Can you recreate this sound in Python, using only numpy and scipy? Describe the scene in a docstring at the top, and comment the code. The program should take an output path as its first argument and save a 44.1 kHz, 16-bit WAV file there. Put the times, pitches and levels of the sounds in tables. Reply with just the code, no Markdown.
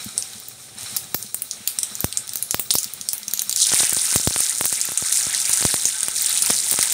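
"""Seeds and moist cakes in hot oil

Hot oil in a steel pan, heard from close by: seeds pop one by one over a thin simmer, then moist cakes burst
into a dense sizzle. Sizzle is hiss mixed with many tiny ringing bubbles; pops are short tones in a noisy crack.
Strong bursts push the microphone with a low thud. Filtered noise makes a murmur, a hum and a rattle about
twelve times a second; fading low tones make soft knocks, and two faint, slightly unsteady tones come and go."""
import sys
import numpy as np
from scipy import signal
from scipy.fft import rfft, irfft, next_fast_len
from scipy.io import wavfile
from scipy.ndimage import uniform_filter1d, map_coordinates

SR = 44100
rng = np.random.default_rng(int(sys.argv[2]) if len(sys.argv) > 2 else 0)


def log_audio(samples):
    """Write samples as a 16-bit WAV file to the path given in sys.argv[1]."""
    # one column per channel
    frames = np.atleast_2d(samples).T
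    # limit to full scale, then quantise
    limited = np.clip(frames, -1, 1)
    pcm = np.round(limited * 32767).astype(np.int16)
    wavfile.write(sys.argv[1], SR, pcm)


N = 305613  # length in samples


def amp(db):
    """Turn decibels into a plain multiplier."""
    return 10 ** (np.asarray(db) / 20)


def unit(x):
    """Scale x to an average (rms) level of 1."""
    return x / np.sqrt(np.mean(x ** 2) + 1e-20)


def along(points, hz):
    """Read (Hz, value) points at any frequency, spaced the way we hear pitch."""
    f, v = np.transpose(points)
    return np.interp(np.log(hz + 1), np.log(f + 1), v)


def curves(rows):
    """Give one value per sample for each column after the time."""
    s, *cols = np.transpose(rows)
    return [np.interp(np.arange(N) / SR, s, c) for c in cols]


def wobble(rate):
    """A smooth random curve with `rate` random points a second."""
    knots = rng.standard_normal(int(N * rate / SR) + 4)
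    return map_coordinates(knots, [np.arange(N) * rate / SR])


def filtered(x, response):
    """Multiply each frequency in x by a response, which may also shift its phase."""
    m = next_fast_len(N + SR // 2)
    spectrum = rfft(x, m) * response(np.fft.rfftfreq(m, 1 / SR))
    return irfft(spectrum, m)[..., :N]


def coloured(x, spectrum):
    """Shape x with (Hz, dB) points, then bring it to rms 1."""
    return unit(filtered(x, lambda hz: amp(along(spectrum, hz))))


def resonances(modes):
    """The response of things that ring at (Hz, width Hz, dB); every other one is turned upside down."""
    def response(f):
        total = 0
        for k, (centre, width, db) in enumerate(modes):
            damping = 1j * f * width
            total = total + (-1) ** k * amp(db) * damping / (centre * centre - f * f + damping)
        return total
    return response


def placed(s, shapes):
    """Add each row of shapes into the sound at its time in seconds."""
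    at = np.round(s * SR).astype(int)[:, None] + np.arange(shapes.shape[1])
    return np.bincount(at.ravel(), shapes.ravel(), N + SR)[:N]


FLARE_S, RISE_S, FLARE_DIES_S = 3.555, .045, .12  # start, rise time, decay time of the flare (s)


def flare(late_s):
    """Moisture meets the oil: how far the sizzle has set in (0-1), and what is left of its flare (1-0)."""
    t = np.arange(N) / SR - FLARE_S - late_s
    risen = np.clip(t / RISE_S, 0, 1)
    left = np.exp(-np.clip(t - RISE_S, 0, None) / FLARE_DIES_S)
    return risen, left


# Level of the quiet background: it fades, jumps up once, then wavers.
# Each row: time in seconds, base level in dB.
QUIET_LEVEL = [(0, -38.5), (.3, -42), (.76, -45.5), (.8, -36), (.94, -38), (1.05, -43), (1.6, -44),
               (1.9, -40), (2.4, -43), (2.9, -42), (3.2, -43), (3.5, -40.5)]
# Level of the dense sizzle.
# Each row: time in seconds, base level of fizz and spray in dB, of splutter and seethe in dB.
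BOIL = [(3.7, -22, -33.5), (3.75, -19, -33.5), (3.8, -18, -31.5), (4.06, -23, -35.5), (4.54, -25.5, -37.5),
        (4.69, -25.5, -40), (4.93, -28, -39.5), (5.16, -25, -37), (5.45, -24, -34), (5.67, -22.5, -35),
        (5.84, -27.5, -37), (6.07, -27.5, -37), (6.26, -23.5, -34), (6.51, -25, -36), (6.72, -24, -36),
        (6.93, -22.5, -30.5)]
# Balance of the layers. Each entry: dB added to the quiet level, dB added to the sizzle, extra dB at the flare.
LAYERS = {"fizz": (0, -2, -1.8), "splutter": (-3.1, 1.97, 9.8), "seethe": (-6.5, -2.83, 5),
          "spray": (-8.5, -15, 0)}
# Each layer joins the sizzle a little late. Each entry: delay in seconds.
LATE_S = {"fizz": .005, "splutter": .015, "seethe": .095, "spray": .02}


def strength_of(layer):
    """Gain of a bubble layer: the quiet level, plus the sizzle once it reaches this layer."""
    calm_db, busy_db, flare_db = LAYERS[layer]
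    risen, left = flare(LATE_S[layer])
    fizz_spray_db, splutter_seethe_db = curves(BOIL)
    boil_db = splutter_seethe_db if layer in ("splutter", "seethe") else fizz_spray_db
    quiet = amp(curves(QUIET_LEVEL)[0] + calm_db)
    boil = risen * amp(boil_db + busy_db + flare_db * left)
    return np.hypot(quiet, boil)


# Small bursts per second, before each layer takes its share: always, added by the sizzle, added by the flare
CALM_RATE, SIZZLE_ADDS_RATE, FLARE_ADDS_RATE = 18, 450, 350
CALM_STRENGTH, BUSY_STRENGTH = 0.19, 0.82  # weight of bursts in the mix with the hiss


def spatter(pitch_hz, octaves, cycles, share, spread_db, hiss):
    """Hiss plus tiny bubbles that burst at random pitches, a few much larger than most."""
    risen, left = flare(0)
    rate = CALM_RATE + risen * (SIZZLE_ADDS_RATE + FLARE_ADDS_RATE * left)
    strength = CALM_STRENGTH + risen * (BUSY_STRENGTH - CALM_STRENGTH)
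    s = np.flatnonzero(rng.random(N) < share * rate / SR) / SR
    t = np.arange(300) / SR
    luck = rng.standard_normal((len(s), 2))
    hz = np.clip(pitch_hz * 2 ** (octaves * luck[:, :1]), 300, 15000)
    life = cycles / hz * np.exp(0.2 * luck[:, 1:])  # seconds
    size = amp(spread_db * np.minimum(rng.exponential(size=(len(s), 1)), 3))
    ring = t / life * np.exp(-t / life) * np.sin(2 * np.pi * hz * t)
    bubbles = placed(s, size * ring)
    # Level the bubbles over half a second, so that strength alone sets their weight
    power = np.abs(uniform_filter1d(bubbles ** 2, SR // 2)) + 1e-9
    mix = strength * bubbles / np.sqrt(power) + hiss * rng.standard_normal(N)
    return mix / np.hypot(strength, hiss)


# Tone colour of fizz, splutter and broad cracks. Each row: frequency in Hz, relative level in dB.
FIZZ = [(1470, -35), (2500, -18.5), (3290, -13), (3860, -7), (4820, -9), (5080, -7), (7880, -2),
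        (8990, 2.5), (9410, 2), (12000, -16.5), (15600, -27), (22000, -120)]


def fizz_and_splutter(surge):
    """Bubbles break at the oil's surface: fizz above about 6 kHz, splutter from about 3 to 6 kHz."""
    bubbles = spatter(8030, octaves=0.57, cycles=0.77, share=1.1, spread_db=2.5, hiss=.85)
    fine = coloured(bubbles, FIZZ)
    lower = filtered(fine, lambda f: 1 / (1 + (f / 6000) ** 6) / (1 + (2900 / (f + 1)) ** 10))
    upper = filtered(fine, lambda f: 1 / (1 + (6000 / (f + 1)) ** 6))
    fizz = strength_of("fizz") * unit(upper)
    splutter = strength_of("splutter") * unit(lower)
    return amp(1.23 * surge) * (fizz + splutter)


# Tone colour of the finest bubbles. Each row: frequency in Hz, relative level in dB.
SPRAY = [(6470, -74), (11000, 4.5), (11800, -2), (13800, 11.5), (15600, -0.5)]


def spray(surge):
    """The finest bubbles sound highest, as a flickering hiss."""
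    finest = spatter(11500, octaves=0.24, cycles=1.9, share=0.44, spread_db=7, hiss=2.3)
    flicker = amp(1.6 * surge + 0.77 * wobble(27))
    return strength_of("spray") * flicker * coloured(finest, SPRAY)


# Large bubbles, coloured by the pan's low resonances. Each row: frequency in Hz, relative level in dB.
SEETHE = [(400, -11.5), (900, -2.5), (1200, -11.5), (1330, 5.5), (1420, -7.5), (1530, 1), (1750, -0.5),
          (2050, 1), (2500, 1), (3500, 2), (4600, -4), (7700, -120)]
# Narrow ringing notes of the pan. Each row: frequency in Hz, width in Hz, relative level in dB.
PAN_RINGS = [(857, 21, -5.5), (1321, 37, 4), (1533, 24, 0), (1568, 24, 3), (2043, 14, -2), (3110, 14, -11),
             (3554, 18, 7), (4278, 17, -4)]
PAN_RING_DB = -8  # mean level of the ringing against the seethe


def seethe(surge):
    """Large bubbles sound lower, and keep the pan ringing at its own notes."""
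    large = spatter(2305, octaves=0.529, cycles=1.53, share=.6, spread_db=3.5, hiss=2.19)
    bubbling = amp(0.64 * surge + 2.2 * wobble(12)) * coloured(large, SEETHE)
    pan = unit(filtered(large, resonances(PAN_RINGS)))
    ringing = amp(PAN_RING_DB + 3.2 * wobble(5.5)) * pan
    return strength_of("seethe") * (bubbling + ringing)


def sizzle():
    """Steam bubbles break at the oil's surface, the smaller the higher; the bubbling layers share a surge."""
    surge = wobble(16) + 0.73 * wobble(6.6)
    return fizz_and_splutter(surge) + spray(surge) + seethe(surge)


# Tone colour of the low murmur. Each row: frequency in Hz, relative level in dB.
KITCHEN = [(18, -48), (30, -2), (103, 1.5), (156, -16), (207, 5), (252, -4), (433, -2.5), (755, -4),
           (1010, -15.5), (1200, -11), (1560, -47), (2640, -120)]
# Bands of the hum. Each row: frequency in Hz, width in Hz, relative level in dB.
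HUM = [(115, 40, -1.5), (201, 28, -15)]
# Their loudness. Each row: time in seconds, base level of the murmur in dB, of the hum in dB.
MURMUR = [(0.0, -51.5, -51), (0.29, -53.5, -58), (1.1, -54.5, -52), (1.77, -55.5, -70), (2.05, -53.5, -53),
          (3.38, -58.5, -63), (4.21, -55, -63), (4.65, -58, -68), (5.65, -54, -60), (6.16, -54, -64),
          (6.56, -52.5, -57), (6.93, -52, -72)]


def murmur():
    """Low noise and a hum made of noise in narrow bands, wavering together."""
    murmur_db, hum_db = curves(MURMUR)
    low = amp(murmur_db) * coloured(rng.standard_normal(N), KITCHEN)
    hum = amp(hum_db) * unit(filtered(rng.standard_normal(N), resonances(HUM)))
    return amp(2.1 * wobble(24)) * (low + hum)


# Ringing notes of the rattling thing. Each row: frequency in Hz, width in Hz, relative level in dB.
RATTLE = [(1270, 220, 0.5), (2410, 120, 0.5), (3640, 28, -1), (3905, 87, 8.5), (4220, 45, 7),
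          (5520, 58, 10)]
RATTLE_DB, RATTLE_FOLLOWS = -47, 1.58  # level in dB at the mean quiet level, dB change per dB of quiet level


def rattle():
    """Noise kicked about twelve times a second, a little unevenly, makes something ring."""
    quiet_db = curves(QUIET_LEVEL)[0]
    swell_db = quiet_db - quiet_db.mean()
    turns = np.cumsum(12 * (1 + 0.037 * wobble(3))) / SR
    shake = (0.28 + np.exp(-(turns % 1) * 5)) * rng.standard_normal(N)
    ringing = unit(filtered(shake, resonances(RATTLE)))
    return amp(RATTLE_DB + RATTLE_FOLLOWS * swell_db) * ringing


# Soft knocks. Each row: start in seconds, strength in dB.
KNOCKS = [(0.06, -21), (0.354, -35), (0.499, -78), (0.76, -36.5), (0.925, -32), (1.244, -32), (1.604, -33),
          (1.776, -39), (1.913, -33), (2.19, -39), (2.857, -34), (3.002, -36), (3.276, -35), (3.47, -38)]


def knocks():
    """Two low tones start softly together and fade by 60 dB in 52 ms."""
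    s, db = np.transpose(KNOCKS)[..., None]
    t = np.arange(3000) / SR
    tones = np.sin(2 * np.pi * 205 * t) + 0.56 * np.sin(2 * np.pi * 120 * t)
    knock = tones * (1 - np.exp(-t / 0.0022)) * amp(-60 * t / 0.052)
    return placed(s[:, 0], amp(db) * knock)


# Faint tones that come and go. Each row: start in seconds, end in seconds, mean pitch in Hz, mean strength in dB.
DRONES = [(-1, 1.1, 766, -60), (3.15, 3.5, 207, -58)]


def drones():
    """Tones with soft ends, slightly unsteady in loudness and pitch."""
    t = np.arange(N) / SR
    total = np.zeros(N)
    for start, end, hz, db in DRONES:
        fade = np.clip(np.minimum(t - start, end - t) / 0.067, 0, 1)
        tone = np.sin(2 * np.pi * hz * t + .6 * wobble(18))
        total += amp(db + 2.5 * wobble(8)) * fade * tone
    return total


LESSER_CALM, LESSER_BUSY = 1.5, 22  # lesser pops per second in the simmer and in the sizzle
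# Mean strength in dB over the fizz, middle pitch in Hz, mean snap in dB
LESSER_OVER_DB, LESSER_HZ, LESSER_SNAP_DB = 20, 8430, -16


def lesser_pops():
    """Rows like those of the loud bursts, at random moments, with strength following the fizz."""
    rate = LESSER_CALM + flare(0)[0] * (LESSER_BUSY - LESSER_CALM)
    at = np.flatnonzero(rng.random(N) < rate / SR)
    luck = rng.standard_normal((len(at), 3))
    db = 20 * np.log10(strength_of("fizz")[at]) + LESSER_OVER_DB + 1.15 * luck[:, 0]
    hz = np.clip(LESSER_HZ * 2 ** (0.21 * luck[:, 1]), 3000, 11000)
    snap_db = LESSER_SNAP_DB + 6 * luck[:, 2]
    return np.transpose([at / SR, db, hz, snap_db])


# How long the room rings. Each row: frequency in Hz, time to fade by 60 dB in seconds.
ROOM = [(300, 0.21), (3000, 0.2), (9000, 0.21), (15000, 0.27)]


def room(x):
    """Hard walls answer with a fading noise tail, drawn anew for every eighth of a second."""
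    out, step = np.zeros(N + 2 * SR), SR // 8
    for at in range(0, N, step):
        hz, t, z = signal.stft(rng.standard_normal(SR // 3), SR, nperseg=256)
        faded = z * amp(-60 * t / along(ROOM, hz)[:, None])
        tail = signal.istft(faded, SR, nperseg=256)[1]
        wet = signal.fftconvolve(x[at:at + step], tail / np.linalg.norm(tail))
        out[at + 150:][:len(wet)] += wet  # 150 samples: the answer starts 3.4 ms late
    return out[:N]


# Echoes inside the pan. Each row: delay in milliseconds, level in dB against the direct sound.
PAN_WALL = [(1.504, -8.5), (2.6, -20), (4.2, -14)]


def pan_echoes(x):
    """The pan's wall throws back a few quick copies of the sound."""
    def response(f):
        return 1 + sum(amp(db) * np.exp(-2j * np.pi * f * ms / 1000) for ms, db in PAN_WALL)
    return filtered(x, response)


# Loud bursts of seeds and wet dough.
# Each row: start in seconds, relative strength in dB, pitch in Hz, relative snap (bright crack) in dB.
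POPS = [(.045, -14, 8000, -8), (.1791, 2.5, 8300, -35), (.2244, -4.5, 6700, -37), (.4007, -24, 7600, 0),
        (.4853, -23, 8200, 5), (.832, -15, 8500, -6), (.965, -7, 6800, 3.5), (.9694, -1, 6860, -8),
        (1.145, -2.5, 6600, 5.5), (1.2266, -10, 8700, -10), (1.345, -3.5, 8930, -5),
        (1.4209, -7, 9900, 2.5), (1.5115, -1, 8630, -33), (1.6755, 6.5, 6900, -10),
        (1.7876, 3, 8070, -13.5), (1.832, 3, 7900, -17), (1.9533, -9, 7100, -13), (2.0056, -7, 6940, 3.5),
        (2.0445, -1.5, 8900, -8), (2.1262, -6.5, 4000, -22), (2.173, 4.5, 7060, -42),
        (2.278, -14, 5900, -9), (2.293, -6, 9150, -25), (2.3352, -9, 7650, -7), (2.3572, -10.5, 6300, 10),
        (2.3712, -10, 8300, -10), (2.4259, -1.5, 9800, -3), (2.5094, 4, 9200, -18),
        (2.5448, -2.5, 6660, -1), (2.5962, 0, 9000, 1), (2.7062, 7.5, 5500, -35), (2.7106, 6, 7600, -25),
        (2.739, -2, 7500, 1), (2.7536, 7, 8300, -1), (2.785, 3.5, 9630, -13), (2.8314, -4.5, 9500, -12),
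        (2.844, -7, 5200, -3), (2.9369, -13, 8800, 0), (3.0124, -7, 6300, -16), (3.0881, 1.5, 8550, -12.5),
        (3.1323, -2.5, 8330, 3.5), (3.1806, -13.5, 9100, -2), (3.2317, -13, 5000, -17),
        (3.2815, .5, 6300, -20), (3.312, -10, 7400, -12), (3.3365, 1, 9300, -3), (3.3751, -7, 6540, -14),
        (3.394, 4, 7200, -20), (3.4195, -1, 7900, -3.5), (3.495, 0.5, 6380, -7), (3.512, -4.5, 5770, -11),
        (3.527, -0.5, 7400, -12), (3.5618, 5, 8600, -23), (3.5736, 3, 8500, -27), (3.5877, -9, 9100, -26),
        (3.5956, -6.5, 5400, -26), (3.618, -1, 6000, -31), (3.7447, 0, 8550, -12), (3.8948, 1, 8850, -13),
        (3.9657, -1, 8800, -17), (4.161, 8, 9100, -8), (4.274, .5, 4740, -7), (4.405, 3.5, 9000, -8),
        (4.4955, -2, 7640, -22), (4.6103, -12, 8660, 2), (4.6547, 0, 8550, -4), (4.7266, 0, 8950, -15),
        (4.814, 2.5, 7160, -29), (4.8889, -27, 8980, -6), (4.9195, -13, 8850, 3), (4.975, 6, 8900, -33),
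        (5.1253, 8, 8940, -21), (5.1728, 1, 7600, -33), (5.2683, -20, 8500, -22), (5.3478, -0.5, 5970, -24),
        (5.417, -4, 8200, -22), (5.4946, -2, 9000, -4), (5.532, 4, 7300, -28), (5.5361, 5, 9130, -20),
        (5.6513, -3.5, 6540, -15), (5.7419, 0, 9200, -14), (5.8548, 5, 6960, -22), (6.0065, -4, 9000, -27),
        (6.0313, 2, 8400, -10), (6.0842, -.5, 9400, -9), (6.1659, 1, 8500, -27), (6.2214, -3.5, 8900, -5),
        (6.249, -19, 9200, -23), (6.261, 4.5, 9000, -32), (6.3752, 1.5, 9500, -20), (6.4237, 6, 9400, -16),
        (6.4614, 2.5, 7570, -13), (6.506, 4.5, 9200, -9), (6.7122, 4, 8900, -7), (6.729, 3, 9700, -8),
        (6.7907, -.5, 8360, -12), (6.8111, 2, 6300, -20), (6.828, 4.5, 8740, -11), (6.924, 0, 8260, -2)]


def pops():
    """A cavity snaps open: a few cycles at its pitch and a neighbour, in a broad crack that fills the room."""
    rows = np.vstack([POPS, lesser_pops()])
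    s, db, hz, snap_db = rows.T[..., None]
    s = s[:, 0]
    t = np.arange(160) / SR
    luck = rng.random((len(rows), 2))
    fade = t / 0.00024 * np.exp(-t / 0.00019)
    neighbour_hz = hz * (0.587 + 0.31 * luck[:, :1])
    neighbour = np.sin(2 * np.pi * (neighbour_hz * t + luck[:, 1:]))
    ring = np.sin(2 * np.pi * hz * t) + 0.77 * neighbour
    crack = fade * rng.standard_normal((len(rows), len(t)))
    crack = crack / np.linalg.norm(crack, axis=1, keepdims=True)
    broad = filtered(placed(s, amp(db + 8.0) * crack), lambda f: amp(along(FIZZ, f)))
    # The snap keeps only the top treble; the tone loses its bass
    snap = filtered(placed(s, amp(db + snap_db + 17) * crack), lambda f: 1 / (1 + (11500 / (f + 1)) ** 8))
    tone = filtered(placed(s, amp(db + 3.5) * fade * ring), lambda f: 1 / (1 + (2600 / (f + 1)) ** 4))
    into_room = amp(-9.5) * tone + amp(-3) * broad + amp(-10.5) * snap
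    return pan_echoes(tone + broad + snap) + room(into_room)


# Pushes on the microphone.
# Each row: start in seconds, relative strength in dB, length in ms (kept within 0.05-3; falls to a quarter by then).
THUDS = [(1.1472, -9.5, 0.6), (2.0437, -5.5, 3.5), (2.5449, 2, 0.15), (2.74, -24, .37), (2.7535, -10, 0.63),
         (3.1325, -24, 0.52), (3.336, -15.5, 0.089), (3.719, -7, 0.089), (3.7366, -7, 0.38),
         (3.805, -8.5, 0.21), (3.833, -9.5, 0.34), (3.9265, -16, 0.71), (3.9691, -14.5, 0.55),
         (4.127, -18.5, 0.33), (4.1597, -5.5, 1.8), (4.199, -19, 0.74), (4.274, -1, 1.7),
         (4.3086, -16.5, .54), (4.362, -3.5, 0.11), (4.611, -2.5, 0.17), (4.6427, -9, 0.087),
         (4.6567, -8, 0.1), (4.7268, -14.5, 0.4), (4.8893, -15.5, 0.34), (4.92, -16.5, 0.3),
         (5.0244, -17.5, 1.3), (5.269, -20, 2.4), (5.495, -10.5, .18), (5.6112, -21, 1.04),
         (5.6257, -6, 0.16), (5.6518, -4, 1.7), (5.742, -4.5, 0.25), (5.855, -11, 0.25),
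         (6.0837, -11, 0.17), (6.501, -5.5, 0.32), (6.5052, -7.5, 0.51), (6.7228, -17, 0.42),
         (6.7404, -10, 0.19), (6.7902, -3.5, 0.17)]


def thuds():
    """A blast shoves the membrane one way or the other with a sharp front, then lets go."""
    s, db, ms = np.transpose(THUDS)[..., None]
    t = np.arange(400) / SR
    way = rng.choice([-1, 1], size=(len(THUDS), 1))
    push = np.exp(-t * 1400 / np.clip(ms, .05, 3))
    front = 3.1 * np.exp(-t / 0.000041)
    onset = 1 - np.exp(-t / .00004)
    return placed(s[:, 0], way * amp(db) * onset * (push + front))


def scene():
    """Everything heard at once, in one channel."""
    kitchen = murmur() + rattle() + knocks()
    return (sizzle() + kitchen + drones() + pops() + thuds())[None]


TOP_HZ = 15700  # nothing is kept from here up


def record(dry):
    """The microphone cuts the deep bass steeply, which makes thuds swing back; peaks are softly clipped."""
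    def bass_cut(f):
        gentle = 1j * f / (1j * f + 60)
        steep = -f * f / (85 ** 2 - f * f + 1j * f * 85 / 1.05)
        return gentle * steep
    cut = filtered(dry, bass_cut)
    clipped = cut / (1 + np.abs(cut / 0.85) ** 8) ** (1 / 8)
    return filtered(clipped, lambda hz: hz < TOP_HZ)


dry = scene()
out = record(dry)
log_audio(out)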